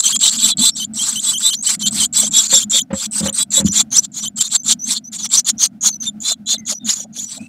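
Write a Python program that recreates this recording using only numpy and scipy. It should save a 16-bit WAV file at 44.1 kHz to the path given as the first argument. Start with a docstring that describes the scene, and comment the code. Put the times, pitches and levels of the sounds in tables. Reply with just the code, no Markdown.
"""Nestlings begging in a nest box

Rasps (chaotic tone and throbbing noise), two-voiced buzzes, chirps and short octave-rich notes (harmonic
stacks) and thin whistles overlap close to one microphone. The box air hums low (shaped noise), claws knock
on the wood (dying modes and scrapes) and bodies shuffle in the moss (dull noise bursts).
"""
import sys
import numpy as np
from scipy import signal
from scipy.fft import rfft, irfft, next_fast_len
from scipy.io import wavfile
from scipy.ndimage import uniform_filter1d

SR = 44100
rng = np.random.default_rng(int(sys.argv[2]) if len(sys.argv) > 2 else 0)


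def wav_record(signal):
    """Record a signal, one row per channel, as 16-bit PCM in the file named by sys.argv[1]."""
    frames = np.transpose(np.atleast_2d(signal))
    bounded = np.clip(frames, -1, 1)
    # unit amplitude maps onto the largest positive 16-bit level
    quanta = np.round(bounded * 32767).astype(np.int16)
    wavfile.write(sys.argv[1], SR, quanta)


N = 329868


def gain_of(db):
    """Decibels to an amplitude factor."""
    return 10 ** (np.asarray(db) / 20)


def evened(x):
    """Scales to rms 1."""
    return x / np.sqrt(np.mean(x ** 2) + 1e-20)


def read(points, hz):
    """Spectrum table interpolated over log frequency."""
    table_hz, value = np.transpose(points)
    return np.interp(np.log(hz + 1), np.log(table_hz + 1), value)


def add(mix, s, sound):
    """Mixes a sound in at time s, in place."""
    part = mix[round(s * SR):][:len(sound)]
    part += sound[:len(part)]


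def coloured(x, gain):
    """Filters x by a gain given as a function of Hz."""
    size = next_fast_len(len(x) + 512)
    return irfft(rfft(x, size) * gain(np.fft.rfftfreq(size, 1 / SR)), size)[:len(x)]


def wander(noise, top_hz):
    """Slow random drift of rms 1: noise low-passed near top_hz."""
    return evened(coloured(noise, lambda hz: 1 / (1 + (hz / top_hz) ** 4)))


def peak(hz, mid_hz, width_hz):
    """Resonance curve of height 1."""
    return 1 / (1 + (2 * (hz - mid_hz) / width_hz) ** 2)


# hum swells, before the lumps: (time [s], level [dB])
HUM_SWELLS = [(0, -43), (.5, -31.5), (0.899, -39), (1.75, -41.5), (1.98, -26.5), (2.148, -38), (6.2, -40),
              (7.48, -39.5)]
# rumble spectrum, before the cavity resonance: (frequency [Hz], relative density [dB])
HUM_SPECTRUM = [(18, -44), (30, -25), (249, -3.5), (315, -15), (420, -37), (709, -23.5), (1020, -43.5),
                (1510, -33.5), (1680, -41.5), (15500, -57)]


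def hum():
    """Outside rumble swells in the air cavity of the box, resonant near 211 Hz; it comes in lumps."""
    s, db = np.transpose(HUM_SWELLS)
    swell_db = np.interp(np.arange(N) / SR, s, db)
    lumps = gain_of(swell_db + 3.6 * wander(rng.standard_normal(N), 9.0))

    def cavity(hz):
        return gain_of(read(HUM_SPECTRUM, hz)) * (1 + 2.66 * peak(hz, 211.5, 28))

    return lumps * evened(coloured(rng.standard_normal(N), cavity))


# nestlings shuffle in the moss: (time [s], level before the fade window [dB])
SHUFFLES = [(2.22, -32.5), (6.3, -35.5), (6.53, -38.5), (6.71, -34.5), (6.985, -45), (7.035, -40.5),
            (7.16, -47), (7.365, -41)]


def shuffles():
    """Short dull rustles of bodies against the lining: noise around 648 Hz."""
    out, size = np.zeros(N), round(.035 * SR)
    for s, db in SHUFFLES:
        rustle = evened(coloured(rng.standard_normal(4000), lambda hz: peak(hz, 648, 480) ** 2))
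        add(out, s, gain_of(db) * rustle[:size] * np.hanning(size))
    return out


def ring(modes, rise_s):
    """Dying modes after a soft blow."""
    t = np.arange(8000) / SR
    tones = sum(gain_of(db - 60 * t / t60) * np.sin(2 * np.pi * hz * t) for hz, db, t60 in modes)
    return (1 - np.exp(-t / rise_s)) * tones


# claws on the wood: (time [s], gain of the thump [dB], gain of wall ring and scrape [dB])
KNOCKS = [(2.526, -13, -16), (2.74, -51, -27), (2.904, -15, -20.5), (2.928, 0, -18), (3.206, -4.5, -26),
          (3.229, -0.5, -23), (3.254, -6.5, -15.5), (3.279, -12, -21.5), (3.574, -28, -19),
          (3.599, -7, -18), (3.624, -4.5, -38), (3.647, 8, -44), (3.689, -4, -46)]
# modes of the box air: (frequency [Hz], relative level [dB], t60 [s])
AIR_MODES = [(200.3, 12, 0.044), (271, -1.5, 0.05), (88.2, -7, 0.082)]
# modes of the wall: (frequency [Hz], relative level [dB], t60 [s])
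WALL_MODES = [(538.7, 2, 0.12), (496, -10, 0.062)]


def knocks():
    """Each blow pushes the air of the box, rings a wall and scrapes briefly."""
    out, t = np.zeros(N), np.arange(8000) / SR
    for s, thump_db, wall_db in KNOCKS:
        scrape = coloured(rng.standard_normal(8000), lambda hz: peak(hz, 330, 5000) ** 2)
        scrape = scrape * gain_of(-60 * t / 0.071) * np.minimum(t * 100, 1)  # 10 ms rise
        wall = ring(WALL_MODES, rise_s=0.0055) + gain_of(11) * scrape
        add(out, s, gain_of(thump_db) * ring(AIR_MODES, rise_s=0.029) + gain_of(wall_db) * wall)
    return out


def phase(length, pitches_hz, flick_hz, waver_hz, warble_hz, flick_s=0.0024):
    """Running phase of a note that passes through its pitches, warbles, wavers and flicks at the end."""
    t = np.arange(round(length * SR)) / SR
    hz = np.interp(t / length, np.linspace(0, 1, len(pitches_hz)), pitches_hz)
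    hz = uniform_filter1d(hz, size=150, mode="nearest")
    hz = hz + flick_hz * np.exp((t - length) / flick_s)
    hz = hz + waver_hz * wander(rng.standard_normal(6000), 43)[:len(t)]
    hz = hz + warble_hz * np.sin(2 * np.pi * 52 * (t - length))
    return 2 * np.pi * np.cumsum(hz) / SR


def partials(turn, levels_db):
    """Harmonics of one phase."""
    return np.sqrt(2) * sum(gain_of(db) * np.sin((k + 1) * turn) for k, db in enumerate(levels_db))


def swell(size):
    """Envelope with a rounded top, a little past the middle."""
    return np.sin(np.pi * np.linspace(0, 1, size) ** 1.3) ** .6


# thin whistles: (time [s], length [s], first pitch [Hz], last pitch [Hz], gain [dB])
WHISTLES = [(0.052, 0.036, 5750, 6530, -17), (0.35, 0.035, 6930, 6800, -28), (0.71, 0.058, 5430, 5540, -35),
            (0.96, .085, 5600, 5830, -31), (1.544, 0.083, 5670, 6620, -31), (2.548, 0.022, 4970, 6420, -10),
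            (2.379, .025, 6120, 5250, -14.5), (2.201, .075, 5700, 6370, -26.5),
            (2.811, 0.028, 6400, 5930, -41), (3.682, .042, 5900, 5900, -24), (3.968, 0.03, 5190, 6130, -7),
            (4.197, 0.059, 5850, 6200, -33), (4.567, .06, 6400, 6040, -35.5), (4.788, .1, 5800, 6540, -28),
            (5.039, .056, 5880, 6140, -33), (5.57, 0.051, 5900, 5800, -35),
            (5.882, 0.09, 6540, 5900, -26.5), (5.925, 0.021, 4450, 4240, -40),
            (6, 0.039, 6420, 5980, -26.5), (6.2, 0.052, 7200, 6960, -35), (6.57, 0.092, 2120, 1940, -54),
            (6.58, 0.029, 6220, 6430, -33), (6.666, 0.11, 7500, 6200, -44), (6.737, .053, 5720, 6030, -31),
            (6.794, .092, 3690, 3550, -47.5), (6.89, 0.023, 3430, 5950, -14),
            (6.95, 0.064, 7250, 6630, -34), (6.977, 0.066, 5650, 6000, -32.5),
            (7.19, .062, 6500, 7330, -28), (7.234, 0.076, 5960, 5880, -33.5),
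            (7.389, 0.087, 2500, 2640, -46.5)]
# wide air noise, also in the rasps: (frequency [Hz], relative density [dB])
BREATH_SPECTRUM = [(450, -47), (750, -34), (1200, -28), (1900, -32), (2700, -28), (5300, -16), (8800, -19),
                   (10400, -31), (12300, -32.5), (15500, -40.5)]


def whistle(s, length, first_hz, last_hz, level_db):
    """A wavering near-sine with a weak octave and a little air."""
    high = (first_hz + last_hz) / 12000  # higher notes waver more and show more octave
    turn = phase(length, [first_hz, last_hz], flick_hz=0, waver_hz=50 * high, warble_hz=80 * high)
    slow_db = 3.7 * wander(rng.standard_normal(6000), 90)[:len(turn)]
    fast_db = 1.2 * wander(rng.standard_normal(6000), 550)[:len(turn)]
    air = evened(coloured(rng.standard_normal(6000), lambda hz: gain_of(read(BREATH_SPECTRUM, hz))))
    tone = partials(turn, [0, -27 + 20 * np.log(high)]) * gain_of(slow_db + fast_db)
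    note = tone + gain_of(-26.5) * air[:len(turn)]
    return gain_of(level_db) * note * signal.windows.tukey(len(turn), .25)


SHUT_HZ, SHUT_S, SHUT_FALL_HZ = 7260, 0.0093, 342


def shut(level_db):
    """The folds close on a short, clear, falling note."""
    turn = phase(SHUT_S, [SHUT_HZ, SHUT_HZ - SHUT_FALL_HZ], flick_hz=0, waver_hz=60, warble_hz=0)
    return gain_of(level_db) * np.sin(turn) * np.hanning(len(turn))


SCOOP, OVERSHOOT = .94, 1.03  # shares of the held pitch: a chirp starts under it and swings past it
# clear chirps: (time [s], length [s], held pitch [Hz], last pitch before the flick [Hz], gain [dB])
CHIRPS = [(0.035, 0.059, 3135, 3620, -26.5), (0.122, 0.046, 3156, 3200, -24.5),
          (0.227, 0.052, 3044, 3600, -26), (0.796, 0.053, 3030, 3250, -28),
          (0.988, 0.044, 3140, 3300, -27.5), (1.154, 0.047, 3010, 3930, -27.5),
          (1.33, 0.054, 3040, 3370, -26.5), (1.5, 0.052, 3046, 3740, -27), (1.667, 0.032, 3024, 3600, -27),
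          (1.826, 0.057, 3090, 3370, -26), (1.998, 0.061, 3130, 3080, -25), (2.261, 0.019, 3120, 3520, -33),
          (2.622, 0.017, 3080, 3400, -28.5), (2.779, 0.04, 3095, 4000, -28.5),
          (3.281, 0.017, 2960, 3850, -27.5), (3.67, 0.016, 2990, 3610, -33), (4.25, 0.033, 3070, 3670, -29),
          (4.387, 0.034, 3040, 3400, -32), (7.186, 0.013, 3255, 3550, -33.5)]


def chirp(s, length, held_hz, last_hz, level_db):
    """A clear stack of four harmonics with an upward flick and a closing note."""
    pitches_hz = [SCOOP * held_hz, OVERSHOOT * held_hz, held_hz, held_hz, held_hz, last_hz]
    turn = phase(length, pitches_hz, flick_hz=948, waver_hz=38.4, warble_hz=94.5, flick_s=0.00364)
    note = partials(turn, [5.0, 0, -3.5, -12]) * signal.windows.tukey(len(turn), .3)
    note = np.append(note, np.zeros(round(SHUT_S * SR)))
    add(note, length - .004, shut(level_db=15.5))
    return gain_of(level_db) * note


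# short notes with a strong octave; most glide up steeply, the last stays nearly level:
# (time [s], length [s], first pitch [Hz], last pitch [Hz], gain [dB])
OCTAVE_NOTES = [(2.226, 0.034, 2880, 3870, -23.5), (2.547, 0.008, 2700, 3400, -31),
                (2.603, 0.023, 3980, 4460, -28), (3.942, 0.035, 3034, 4560, -19.5),
                (6.059, 0.041, 3590, 3570, -19)]


def octave_note(s, length, first_hz, last_hz, level_db):
    """A short, slightly hoarse note with a strong octave; its pitch moves faster in the second half."""
    middle_hz = first_hz + 0.39 * (last_hz - first_hz)
    turn = phase(length, [first_hz, middle_hz, last_hz], flick_hz=0, waver_hz=40.4, warble_hz=0)
    hoarse = gain_of(1.2 * wander(rng.standard_normal(6000), 300)[:len(turn)])
    return gain_of(level_db) * partials(turn, [-1, -2, -16]) * hoarse * swell(len(turn))


PARENT_GONE_S = 3.8
SWEEP_S, SETTLE_SHARE = 0.0037, 0.17  # time constant of the final sweep; share of the pitch change left midway
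HOARSE_RAD, ALONE_HOARSE_RAD = .12, .4  # rms of the fast phase shake, with and without the parent
# both sides of the syrinx lock on notes: (time [s], length [s], first pitch [Hz], last pitch [Hz],
# upper voice above by [Hz], final sweep [Hz], sum tones [dB], gain [dB])
BUZZES = [(0.42, 0.053, 3330, 3500, 459, 104, 7, -16), (.495, 0.045, 3600, 3440, 545, -300, -24, -17.5),
          (0.595, 0.104, 3363, 3537, 488, -150, 4, -14), (1.259, 0.052, 3255, 3450, 480, 498, 7, -19),
          (1.424, 0.079, 3340, 3640, 385, 52, 3.5, -14), (2.152, 0.069, 3375, 3500, 501, 1400, 12, -20.5),
          (2.331, 0.084, 3340, 3390, 423.5, 702, 5, -13.5), (2.517, 0.08, 3430, 3430, 298, -100, 5.5, -14),
          (2.715, 0.088, 3330, 3373, 299, -52, -3.5, -15), (3.387, 0.051, 3310, 3375, 474, 302, 6, -19.5),
          (3.546, 0.059, 3350, 3480, 392, 606, 6, -15.5), (3.757, 0.063, 3200, 3450, 460, 502, -14, -19),
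          (4.43, 0.05, 3400, 3700, 485, 96, -24, -27), (6.234, 0.11, 3385, 3596, 524, -350, -9, -20),
          (6.46, 0.11, 3360, 3580, 517, -400, -13, -19.5)]


def buzz(s, length, first_hz, last_hz, apart_hz, sweep_hz, sums_db, level_db):
    """Two voices a little apart; coupling adds sum tones. The upper sweeps up alone, or both droop."""
    settled_hz = last_hz - SETTLE_SHARE * (last_hz - first_hz)
    pitches_hz = [first_hz, settled_hz, last_hz, last_hz]
    a = phase(length, pitches_hz, min(sweep_hz, 0), waver_hz=30.8, warble_hz=0, flick_s=SWEEP_S)
    gap = phase(length, [apart_hz, apart_hz], max(sweep_hz, 0), waver_hz=26.3, warble_hz=0, flick_s=SWEEP_S)
    b = a + gap
    hoarse_rad = HOARSE_RAD if s < PARENT_GONE_S else ALONE_HOARSE_RAD
    shake = hoarse_rad * wander(rng.standard_normal(6000), 280)[:len(a)]
    a, b = a + shake, b - shake
    voices = np.sin(a) + gain_of(-0.5) * np.sin(b)
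    sums = gain_of(sums_db) * (0.46 * np.sin(a + b) + np.sin(2 * b))
    thirds = gain_of(sums_db - 19) * (np.sin(3 * a) + np.sin(3 * b))
    flutter = gain_of(2.2 * wander(rng.standard_normal(6000), 98)[:len(a)])
    return gain_of(level_db) * (voices + sums + thirds) * flutter * swell(len(a))


def patchy(x, depth_db):
    """The throat never holds still: the colour drifts in patches of time and pitch."""
    z = signal.stft(x, nperseg=256, noverlap=192)[2]
    patches = uniform_filter1d(rng.standard_normal(z.shape), size=4, axis=0)
    patches = uniform_filter1d(patches, size=14, axis=1)
    return signal.istft(z * gain_of(depth_db * evened(patches)), nperseg=256, noverlap=192)[1][:len(x)]


RISE_DB, ALONE_RISE_DB = 11.5, 22.5  # with the parent gone, calls start more softly
RISE_BEND, SAG_DB_PER_S, RELEASE_S, RELEASE_DB = 1.84, 92, 0.014, 22.5


def effort(t, top, peak_db, rise_db):
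    """Effort in dB: swells to the loudest moment, sags, and is cut off at the end."""
    top_s = np.clip(top, .05, .95) * t[-1]
    rise = rise_db * np.maximum(1 - t / top_s, 0) ** RISE_BEND
    sag = SAG_DB_PER_S * np.maximum(t - top_s, 0)
    release = np.maximum(1 - (t[-1] - t) / min(RELEASE_S, t[-1] - top_s), 0)
    return peak_db - rise - sag - RELEASE_DB * release


# throat bands
UPPER_WIDTH_HZ, MIDDLE_SHARE, MIDDLE_HZ, MIDDLE_WIDTH_HZ = 1900, .35, 6050, 450
# harsh calls: (time [s], length [s], loudest moment [share of length], peak effort [dB],
# lower band before its onset and effort gain [dB], upper band centre [Hz])
RASPS = [(0.0, 0.013, 0.48, -4.5, -7.5, 7520), (0.012, .13, 0.43, -16, -7.5, 7700),
         (0.146, 0.024, 0.8, -12, -8, 7520), (0.191, 0.12, 0.61, -13, -4, 7550),
         (0.295, 0.088, 0.37, -19, -6, 7500), (0.371, .16, 0.72, -14, -3, 7690),
         (0.571, 0.14, 0.66, -14, -3.5, 7770), (0.751, 0.11, 0.23, -26, -2, 7570),
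         (0.936, .26, 0.6, -18.5, -11, 7740), (1.195, 0.16, 0.63, -19, -12, 8050),
         (1.379, 0.14, 0.62, -16.5, -25, 7750), (1.524, 0.037, 0.33, -20.5, 5, 7460),
         (1.625, 0.14, 0.57, -14.5, -12, 7770), (1.793, 0.05, 0.56, -22, -2, 7300),
         (1.857, 0.042, 0.14, -18.5, 6, 7280), (1.909, .16, 0.72, -15, -10, 7950),
         (2.127, .17, 0.35, -14, -10, 7610), (2.309, 0.14, 0.55, -15.5, -9, 7370),
         (2.427, 0.057, 0.22, -19, -5, 7120), (2.48, .17, 0.39, -13.5, -7.5, 7160),
         (2.698, 0.11, 0.64, -12, -11, 7410), (2.931, 0.14, 0.95, -22.5, -11, 7560),
         (3.111, 0.11, 0.76, -18.5, -40, 8120), (3.212, 0.068, 1, -21, -9, 7460),
         (3.327, .11, 0.99, -16, -39, 8230), (3.505, .12, 0.46, -15, -13, 7340),
         (3.643, 0.054, 0.61, -23.5, -7, 7060), (3.719, .11, 0.8, -11, -10, 7220),
         (3.905, 0.091, 0.31, -19, -10, 6400), (3.953, 0.055, 0.1, -12, -36, 7500),
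         (3.998, 0.069, 0.82, -28, -7, 7460), (4.118, 0.1, 0.7, -25.5, -7.5, 6950),
         (4.206, 0.067, 0.44, -25.5, -6.5, 7540), (4.359, 0.039, 0.78, -19.5, -6, 7600),
         (4.399, 0.039, 0.24, -10.5, -6, 7430), (4.424, 0.071, 0.27, -23.5, -15, 7030),
         (4.49, 0.084, 0.88, -13, -6.5, 7420), (4.633, .11, 0.79, -11.5, -7.5, 7310),
         (4.844, 0.11, 0.68, -15.5, -7, 7660), (4.92, 0.074, 0.69, -27, 3, 7120),
         (5.117, 0.065, 0.25, -24, -8.5, 7070), (5.162, 0.086, 0.52, -28.5, -4, 6810),
         (5.222, 0.053, 0.62, -18.5, -8.5, 5800), (5.29, 0.086, 0.74, -13, -6.5, 7500),
         (5.356, 0.058, 0.35, -12.5, -13, 5870), (5.446, 0.07, 0.72, -12, -5.5, 6880),
         (5.581, 0.094, 0.63, -11, -9, 6470), (5.809, 0.096, 0.67, -12, -11, 6750),
         (6.012, 0.082, 0.29, -29.5, -7, 6180), (6.203, 0.14, 0.68, -16, -12, 7040),
         (6.459, 0.1, 0.57, -15.5, -6, 6760), (6.653, 0.094, 0.6, -19, -8, 6770),
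         (6.845, 0.11, 0.46, -16, -14, 6900), (6.944, 0.11, 0.079, -27.5, -12, 6840),
         (7.127, 0.14, 0.36, -29.5, -8, 6550), (7.244, 0.15, 0.61, -30, -10, 7830),
         (7.384, 0.1, 0.32, -48.5, -24, 8040)]


def rasp(s, length, top, peak_db, lower_db, upper_hz):
    """A chaotic syrinx: an unsteady, slipping tone and throbbing noise in two bands, over wide air noise."""
    air, high, low, throb, slip, catch = rng.standard_normal((12000, 6)).T
    u = np.linspace(0, 1, max(round(length * SR), 64))
    t = u * length
    effort_db = effort(t, top, peak_db, RISE_DB if s < PARENT_GONE_S else ALONE_RISE_DB)
    turn = np.pi * np.cumsum(upper_hz + 240 * wander(slip, 98.1)) / SR  # half the pitch of the upper band
    # a second voice beats with the tone
    beat = 1 + np.cos(2 * np.pi * np.cumsum(500 + 90 * wander(throb, 51)) / SR)
    grip = beat * gain_of(7.3 * np.tanh(wander(catch, 54)))  # the tone catches and lets go

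    def upper_band(hz):
        middle = MIDDLE_SHARE * peak(hz, MIDDLE_HZ, MIDDLE_WIDTH_HZ)
        return peak(hz, upper_hz, UPPER_WIDTH_HZ) ** 2 + middle

    def lower_band(hz):
        return (peak(hz, 3440, 830) + 1.6 * peak(hz, 4340, 640)) * (1 - np.exp(-(hz / 2900) ** 8))

    def wide_band(hz):
        return gain_of(read(BREATH_SPECTRUM, hz)) * (1 + 0.54 * peak(hz, 10170, 1200))

    upper = coloured(high + .7 * grip * np.sin(2 * turn), upper_band)
    lower = coloured(low + 0.19 * grip * np.sin(turn), lower_band)
    wide = coloured(air + 0.011 * grip * np.sin(3 * turn), wide_band)
    rest = patchy(gain_of(lower_db) * evened(lower) + gain_of(-4.0) * evened(wide), depth_db=4.0)
    # lower and wide bands come in late and grow with effort
    late = (1 - np.exp(-t / 0.012)) * gain_of(0.36 * (effort_db - effort_db.max()))
    mix = evened(upper)[:len(u)] + late * rest[:len(u)]
    pip = 4.5 * np.exp(-t / 0.0018) * np.sin(2 * turn[:len(u)])  # the folds snap open on a clear note
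    throbbing = gain_of(0.98 * wander(throb, 250)[:len(u)])
    call = gain_of(effort_db) * (mix + pip) * throbbing * np.minimum(t * 1000, 1)  # 1 ms rise
    add(call, max(length - SHUT_S, 0), shut(effort_db[-1] + 14))
    return call


def box(x):
    """The close, moss-damped walls give a very short tail; the nearest wall weakens two bands."""
    t = np.arange(4000) / SR
    tail = rng.standard_normal(4000) * gain_of(-60 * t / 0.033)
    near = coloured(x, lambda hz: 1 - .55 * peak(hz, 5300, 450) - .45 * peak(hz, 9300, 600))
    return near + gain_of(-13.0) * signal.oaconvolve(near, tail / np.linalg.norm(tail))[:N]


LOCK_DB = 2  # the rasps sink while the folds are locked on buzz notes


def scene():
    """All calls in the box over hum, knocks and shuffles, the same on both channels."""
    birds, locked = np.zeros(N), np.zeros(N)
    for row in RASPS:
        add(birds, row[0], rasp(*row))
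    for s, length, *_ in BUZZES:
        add(locked, s, swell(round(length * SR)))
    birds = birds * gain_of(-LOCK_DB * locked)
    for voice, table in [(chirp, CHIRPS), (whistle, WHISTLES), (buzz, BUZZES), (octave_note, OCTAVE_NOTES)]:
        for row in table:
            add(birds, row[0], voice(*row))
    return np.tile(box(birds) + hum() + knocks() + shuffles(), (2, 1))


EDGE_HZ = 15700


def record(dry):
    """Peaks beyond full scale clip; the microphone drops the deep bass; then the band limit."""
    thin = signal.lfilter(*signal.butter(2, 65, "high", fs=SR), np.clip(dry, -1, 1))
    band_limit = signal.firwin(511, EDGE_HZ, window=("kaiser", 9), fs=SR)
    return signal.oaconvolve(thin, band_limit[None], "same")


dry = scene()
out = record(dry)
wav_record(out)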